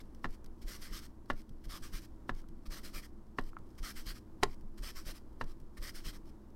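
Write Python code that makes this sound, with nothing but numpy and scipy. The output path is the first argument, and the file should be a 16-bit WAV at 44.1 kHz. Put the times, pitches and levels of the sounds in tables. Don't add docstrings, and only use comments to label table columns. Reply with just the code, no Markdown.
import sys
import numpy as np
from scipy import signal
from scipy.fft import rfft, irfft, next_fast_len
from scipy.io import wavfile
from scipy.ndimage import uniform_filter1d, map_coordinates

SR = 44100
rng = np.random.default_rng(int(sys.argv[2]) if len(sys.argv) > 2 else 0)


def dump_mix(stems):
    frames = np.atleast_2d(stems).T
    limited = np.clip(frames, -1, 1)
    pcm = np.round(limited * 32767).astype(np.int16)
    wavfile.write(sys.argv[1], SR, pcm)


N = 288899

# frequency_hz, relative_db
AIR_SPECTRUM = [(8, -3.5), (18, 7), (32, -11), (60, -9.5), (85, -13.5), (150, -22.5), (200, -15),
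                (310, -18), (450, -26.5), (780, -33), (950, -30.5), (2500, -52), (9000, -56),
                (16000, -59.5)]
THUD_SPECTRUM = [(30, -17.5), (120, 6), (260, -8), (500, -13), (1500, -56.5), (5000, -77.5)]
GRIT_SPECTRUM = [(200, 5.5), (1000, 9.5), (2000, -6), (3000, -5.5), (5000, -10.5), (7000, -21),
                 (12000, -27), (16000, -35)]
RATTLE_SPECTRUM = [(200, 15), (1000, -2), (4500, 12), (8500, 8), (11000, -4), (16000, -36)]
HISS_SPECTRUM = [(500, -38), (1500, 3), (2650, -4), (3180, 1.5), (3650, -4.5), (4400, 2), (4900, 2.5),
                 (5350, 4), (6100, -1.5), (6900, -6.5), (8700, -2.5), (10100, -9.5), (11600, -3.5),
                 (16000, -12.5)]
SCRUB_SPECTRUM = [(150, 3), (400, -2.5), (600, 2.5), (830, -7.5), (1250, 9), (1430, -2.5), (1800, 1),
                  (2020, 3.5), (2300, 2.5), (2700, -8), (4000, -4.5), (9000, -67)]
# pitch_hz, level_db
HUM_PARTIALS = [(59.2, -60.5), (119, -68.5)]
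# centre_hz, half_width_hz, level_db
DRONE_BANDS = [(215.7, 21, -65.5), (325.6, 25, -64)]
# delay_s, gain_db
REFLECTIONS = [(.00099, -30), (.0026, -29.5), (.0043, -22.5), (.0068, -24.5)]

# delay_s, heave_db, swing_hz, thud_db
PAD_PRESS = (0.01, -32, 16, -40)
PAD_RELEASE = (0.2, -40, 15, -49)
CARD_LANDING = (-0.004, -33, 27, -46)
CARD_RETURN = (0.14, -39, 15, -52)
CARD_PUSH = (0.26, -34, 24, -45.5)
# start_s, level_db
CREASE_SNAPS = [(0.148, -60), (0.444, -56.5), (.461, -56), (1.493, -61), (2.019, -56), (2.487, -60),
                (3.411, -58), (3.587, -64), (4.61, -64.5), (5.601, -61.5)]

# pitch_hz, relative_db, t60_s
DESK_MODES = [(111, -2, 0.078), (241.7, 1, 0.052), (350.5, 0.5, 0.051)]
CASE_MODES = [(421, -5, 0.017), (649, -4.5, 0.015), (904, -5, 0.009), (1093, 2.5, 0.016),
              (1277, 8.5, 0.0057), (1407, -10, 0.016), (1842, 0, 0.019), (1935, -8.5, 0.02),
              (2865, -5, 0.009), (4320, -21, 0.014)]
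RIM_MODES = [(400, -21.5, 0.076), (423, -16.5, 0.048), (747.5, -17, .016), (870, -7.5, .015),
             (1066, -15.5, 0.033), (1360, -22.5, .03), (1750, -20.5, 0.021), (1960, -13, 0.014),
             (3870, -15.5, 0.016), (5050, -17, 0.02)]
FOOT_MODES = [(1100, 0, 0.012), (1285, 8, 0.012), (2080, -11.5, 0.012)]
# start_s, case_db, grit_db, desk_db, pitch_ratio, bounce_s, bounce_gain_db
CASE_KNOCKS = [(0.2439, -26.5, -36, -31.5, 0.944, 0.011, -8),
               (1.301, -24.5, -33.5, -29.5, 0.95, 0.0035, -3.5),
               (2.2937, -25.5, -36.5, -33, 0.92, 0.0041, -19), (3.386, -26, -34, -31, 0.957, .0048, -18.5),
               (4.429, -27, -24.5, -41, 1.048, 0.0042, -9), (5.4119, -28, -35, -34, 0.92, 0.0055, -17)]
# start_s, level_db
RIM_SLAPS = [(4.4335, -8)]
# start_s, level_db
CASE_SETTLES = [(2.441, -60), (3.532, -49.5), (3.568, -37.5)]

# start_s, length_s, attack_s, release_s, hiss_db, scrub_db
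WAD_SHIFTS = [(0.0, 0.027, 0.0039, 0.015, -63, -62), (6.24, 0.073, 0.042, 0.016, -70.5, -76)]
# delay_s, length_s, attack_s, release_s, hiss_db, scrub_db
PAD_TWIST = (0.022, 0.103, 0.075, 0.02, -66.5, -65.5)
# start_s, stretch_ratio, hiss_db, scrub_db, bearing_db_per_s, drag_db
CARD_SWIRLS = [(0.644, 1.086, -51.5, -55.5, 6.5, -65.5), (1.666, 1.01, -51.5, -52, -3, -77),
               (2.681, 0.99, -51, -51, 5.5, -88), (3.804, 0.99, -48.5, -51, -3, -81),
               (4.8, 0.992, -50.5, -50.5, 0.5, -77), (5.794, 0.97, -49.5, -50.5, -2, -73)]
# delay_s, length_s, attack_s, release_s, hiss_gain_db, scrub_gain_db
SWIRL_STROKES = [(-0.031, 0.037, 0.014, 0.024, -9, -6.5), (0.012, 0.12, 0.035, 0.036, -0.7, 0.5),
                 (0.147, 0.1, 0.02, 0.075, -2, -4), (0.245, 0.1, 0.032, 0.046, 0, -1),
                 (0.329, 0.071, 0.034, 0.02, -10, -11.5)]
# delay_s, length_s, attack_s, release_s
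SWIRL_DRAG = (0.05, 0.33, 0.15, 0.02)


def amp(db):
    return 10 ** (np.asarray(db) / 20)


def unit(x):
    return x / np.sqrt(np.mean(x ** 2) + 1e-20)


def ease(u):
    return np.sin(np.pi / 2 * np.clip(u, 0, 1)) ** 2


def filtered(x, response):
    size = next_fast_len(len(x) + 8192)
    return irfft(rfft(x, size) * response(np.fft.rfftfreq(size, 1 / SR)), size)[:len(x)]


def coloured(x, spectrum):
    points_hz, db = np.transpose(spectrum)
    return filtered(x, lambda hz: amp(np.interp(np.log(hz + 1), np.log(points_hz), db)))


def noise(spectrum, samples=N):
    return unit(coloured(rng.standard_normal(samples), spectrum))


def wobble(rate_hz):
    knots = rng.standard_normal(int(N * rate_hz / SR) + 4)
    return map_coordinates(knots, [np.arange(N) * rate_hz / SR])


def add(track, start_s, sound):
    part = track[max(round(start_s * SR), 0):][:len(sound)]
    part += sound[:len(part)]


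def ring(modes, t, pitch_ratio=1):
    return sum(amp(db + rng.standard_normal() - 60 * t / t60) * np.sin(2 * np.pi * hz * pitch_ratio * t)
               for hz, db, t60 in modes)


def room_tone():
    t = np.arange(N) / SR
    air = amp(-50.5 + 0.84 * wobble(4.9)) * noise(AIR_SPECTRUM)
    hum = sum(amp(db) * np.sqrt(2) * np.sin(2 * np.pi * hz * t + .5 * wobble(3))
              for hz, db in HUM_PARTIALS)
    drone = np.zeros(N)
    for centre, half_width, db in DRONE_BANDS:
        band = filtered(rng.standard_normal(N), lambda hz: 1 / (1 + ((hz - centre) / half_width) ** 2))
        drone += amp(db) * unit(band)
    return air + hum + drone


def reverberation(x, t60_s):
    t = np.arange(SR // 2) / SR
    diffuse = coloured(rng.standard_normal(len(t)), [(200, 1.5), (1500, -8.5), (5000, -13.5), (15000, -13.5)])
    tail = diffuse * amp(-60 * t / t60_s) * (t > .003)
    return signal.fftconvolve(x, tail / np.linalg.norm(tail))[:N]


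def early_reflections(x):
    return filtered(x, lambda hz: 1 + sum(amp(db) * np.exp(-2j * np.pi * hz * delay)
                                          for delay, db in REFLECTIONS))


def hand_thuds():
    heave, thud = np.zeros((2, N))
    t = np.arange(SR // 2) / SR
    on_pad = CASE_KNOCKS, [PAD_PRESS, PAD_RELEASE]
    on_card = CARD_SWIRLS, [CARD_LANDING, CARD_RETURN, CARD_PUSH]
    for events, presses in on_pad, on_card:
        for start, *_ in events:
            for delay, heave_db, swing_hz, thud_db in presses:
                u = t * swing_hz / 0.46
                swell = u * np.exp(1 - u)
                scattered_hz = swing_hz * np.exp(.15 * rng.standard_normal())
                add(heave, start + delay, amp(heave_db) * swell * np.sin(2 * np.pi * scattered_hz * t))
                add(thud, start + delay, amp(thud_db - 60 * t / 0.14) * (1 - np.exp(-t / 0.0091)))
    return heave + thud * noise(THUD_SPECTRUM)


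def slips(speed, per_second):
    rate = .2 + speed
    released = rng.random(N) < per_second * rate / SR
    return unit(released * rng.standard_normal(N) / np.sqrt(rate))


def crinkles(snaps_per_twist=3, strays_per_s=3.6):
    envelope, t = np.zeros(N), np.arange(SR // 20) / SR
    delay, length, *_ = PAD_TWIST
    twisted = [(start + delay + length * u, -65.5)
               for start, *_ in CASE_KNOCKS for u in rng.random(snaps_per_twist)]
    strays = [(N / SR * u, -71) for u in rng.random(round(strays_per_s * N / SR))]
    faint = [(start, db + 3.5 * rng.standard_normal()) for start, db in twisted + strays]
    for start, db in CREASE_SNAPS + faint:
        add(envelope, start, amp(db - 60 * t / 0.021))
    rustle = amp(-88 + 2.9 * wobble(7)) * unit(coloured(slips(1, per_second=670), HISS_SPECTRUM))
    return envelope * noise(HISS_SPECTRUM) + rustle


def ink_pad():
    track, t = np.zeros(N), np.arange(SR // 8) / SR
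    burst = lambda db, t60_s, spectrum: amp(db - 60 * t / t60_s) * noise(spectrum, len(t))
    rise = lambda seconds: 1 - np.exp(-t / seconds)
    for start, case_db, grit_db, desk_db, pitch_ratio, bounce_s, bounce_db in CASE_KNOCKS:
        for delay, gain_db in (0, 0), (bounce_s, bounce_db):
            grit = burst(grit_db, 0.047, GRIT_SPECTRUM)
            case = amp(case_db) * ring(CASE_MODES, t, pitch_ratio)
            add(track, start + delay, amp(gain_db) * rise(0.00071) * (grit - case))
        add(track, start, amp(desk_db) * ring(DESK_MODES, t) * rise(0.0056))
        crush = burst(-61, 0.055, HISS_SPECTRUM) + burst(-37.5, 0.0066, GRIT_SPECTRUM)
        add(track, start - len(t) / SR, crush[::-1])
    for start, db in RIM_SLAPS:
        u = t / .00008
        clap = u * np.exp(1 - u)
        rattle = burst(-11, 0.016, RATTLE_SPECTRUM)
        add(track, start, amp(db) * (clap + rise(0.0019) * (rattle + ring(RIM_MODES, t))))
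    for start, db in CASE_SETTLES:
        add(track, start, amp(db) * ring(FOOT_MODES, t) * rise(0.00055))
    return track


def wad_resonances(x, spectrum, patchy_db):
    frames = signal.stft(coloured(x, spectrum), nperseg=512)[2]
    patches = uniform_filter1d(rng.standard_normal(frames.shape), size=4, axis=0)
    patches = uniform_filter1d(patches, size=14, axis=1)
    return unit(signal.istft(frames * amp(patchy_db * unit(patches)), nperseg=512)[1][:N])


def towel_strokes():
    twist_delay, *twist = PAD_TWIST
    drag_delay, drag_length, *drag_fades = SWIRL_DRAG
    strokes = WAD_SHIFTS + [(start + twist_delay, *twist) for start, *_ in CASE_KNOCKS]
    for start, stretch, hiss_db, scrub_db, bearing, drag_db in CARD_SWIRLS:
        strokes.append((start + stretch * drag_delay, stretch * drag_length, *drag_fades, drag_db, drag_db))
        for delay, length, attack, release, hiss_gain_db, scrub_gain_db in SWIRL_STROKES:
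            weight_db = bearing * delay
            strokes.append((start + stretch * delay, stretch * length, attack, release,
                            hiss_db + hiss_gain_db + weight_db, scrub_db + scrub_gain_db + weight_db))
    return strokes


def towel_rubbing():
    t = np.arange(SR // 2) / SR
    speed, hiss_power, scrub_power = np.zeros((3, N))
    for start, length, attack, release, hiss_db, scrub_db in towel_strokes():
        slide = (ease(t / attack) * ease((length - t) / release)) ** 2
        add(speed, start, slide / 2)
        add(hiss_power, start, slide * amp(hiss_db) ** 2)
        add(scrub_power, start, slide * amp(scrub_db) ** 2)
    grip = amp(0.34 * wobble(110))
    hiss = np.sqrt(hiss_power) * wad_resonances(slips(speed, 12000), HISS_SPECTRUM, patchy_db=2.0)
    scrub = np.sqrt(scrub_power) * wad_resonances(slips(speed, 2600), SCRUB_SPECTRUM, patchy_db=3.5)
    contact = np.sqrt(np.abs(uniform_filter1d(hiss_power, size=4000)))
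    touch = contact * unit(coloured(slips(speed, 13000), HISS_SPECTRUM))
    return grip * (hiss + amp(-3.5) * scrub + amp(-14) * touch)


def scene():
    near = early_reflections(towel_rubbing() + ink_pad() + crinkles())
    return (near + amp(-19.5) * reverberation(near, t60_s=0.13) + hand_thuds() + room_tone())[None]


def record(dry):
    return filtered(dry[0], lambda hz: hz < 15900)[None]


dry = scene()
out = record(dry)
dump_mix(out)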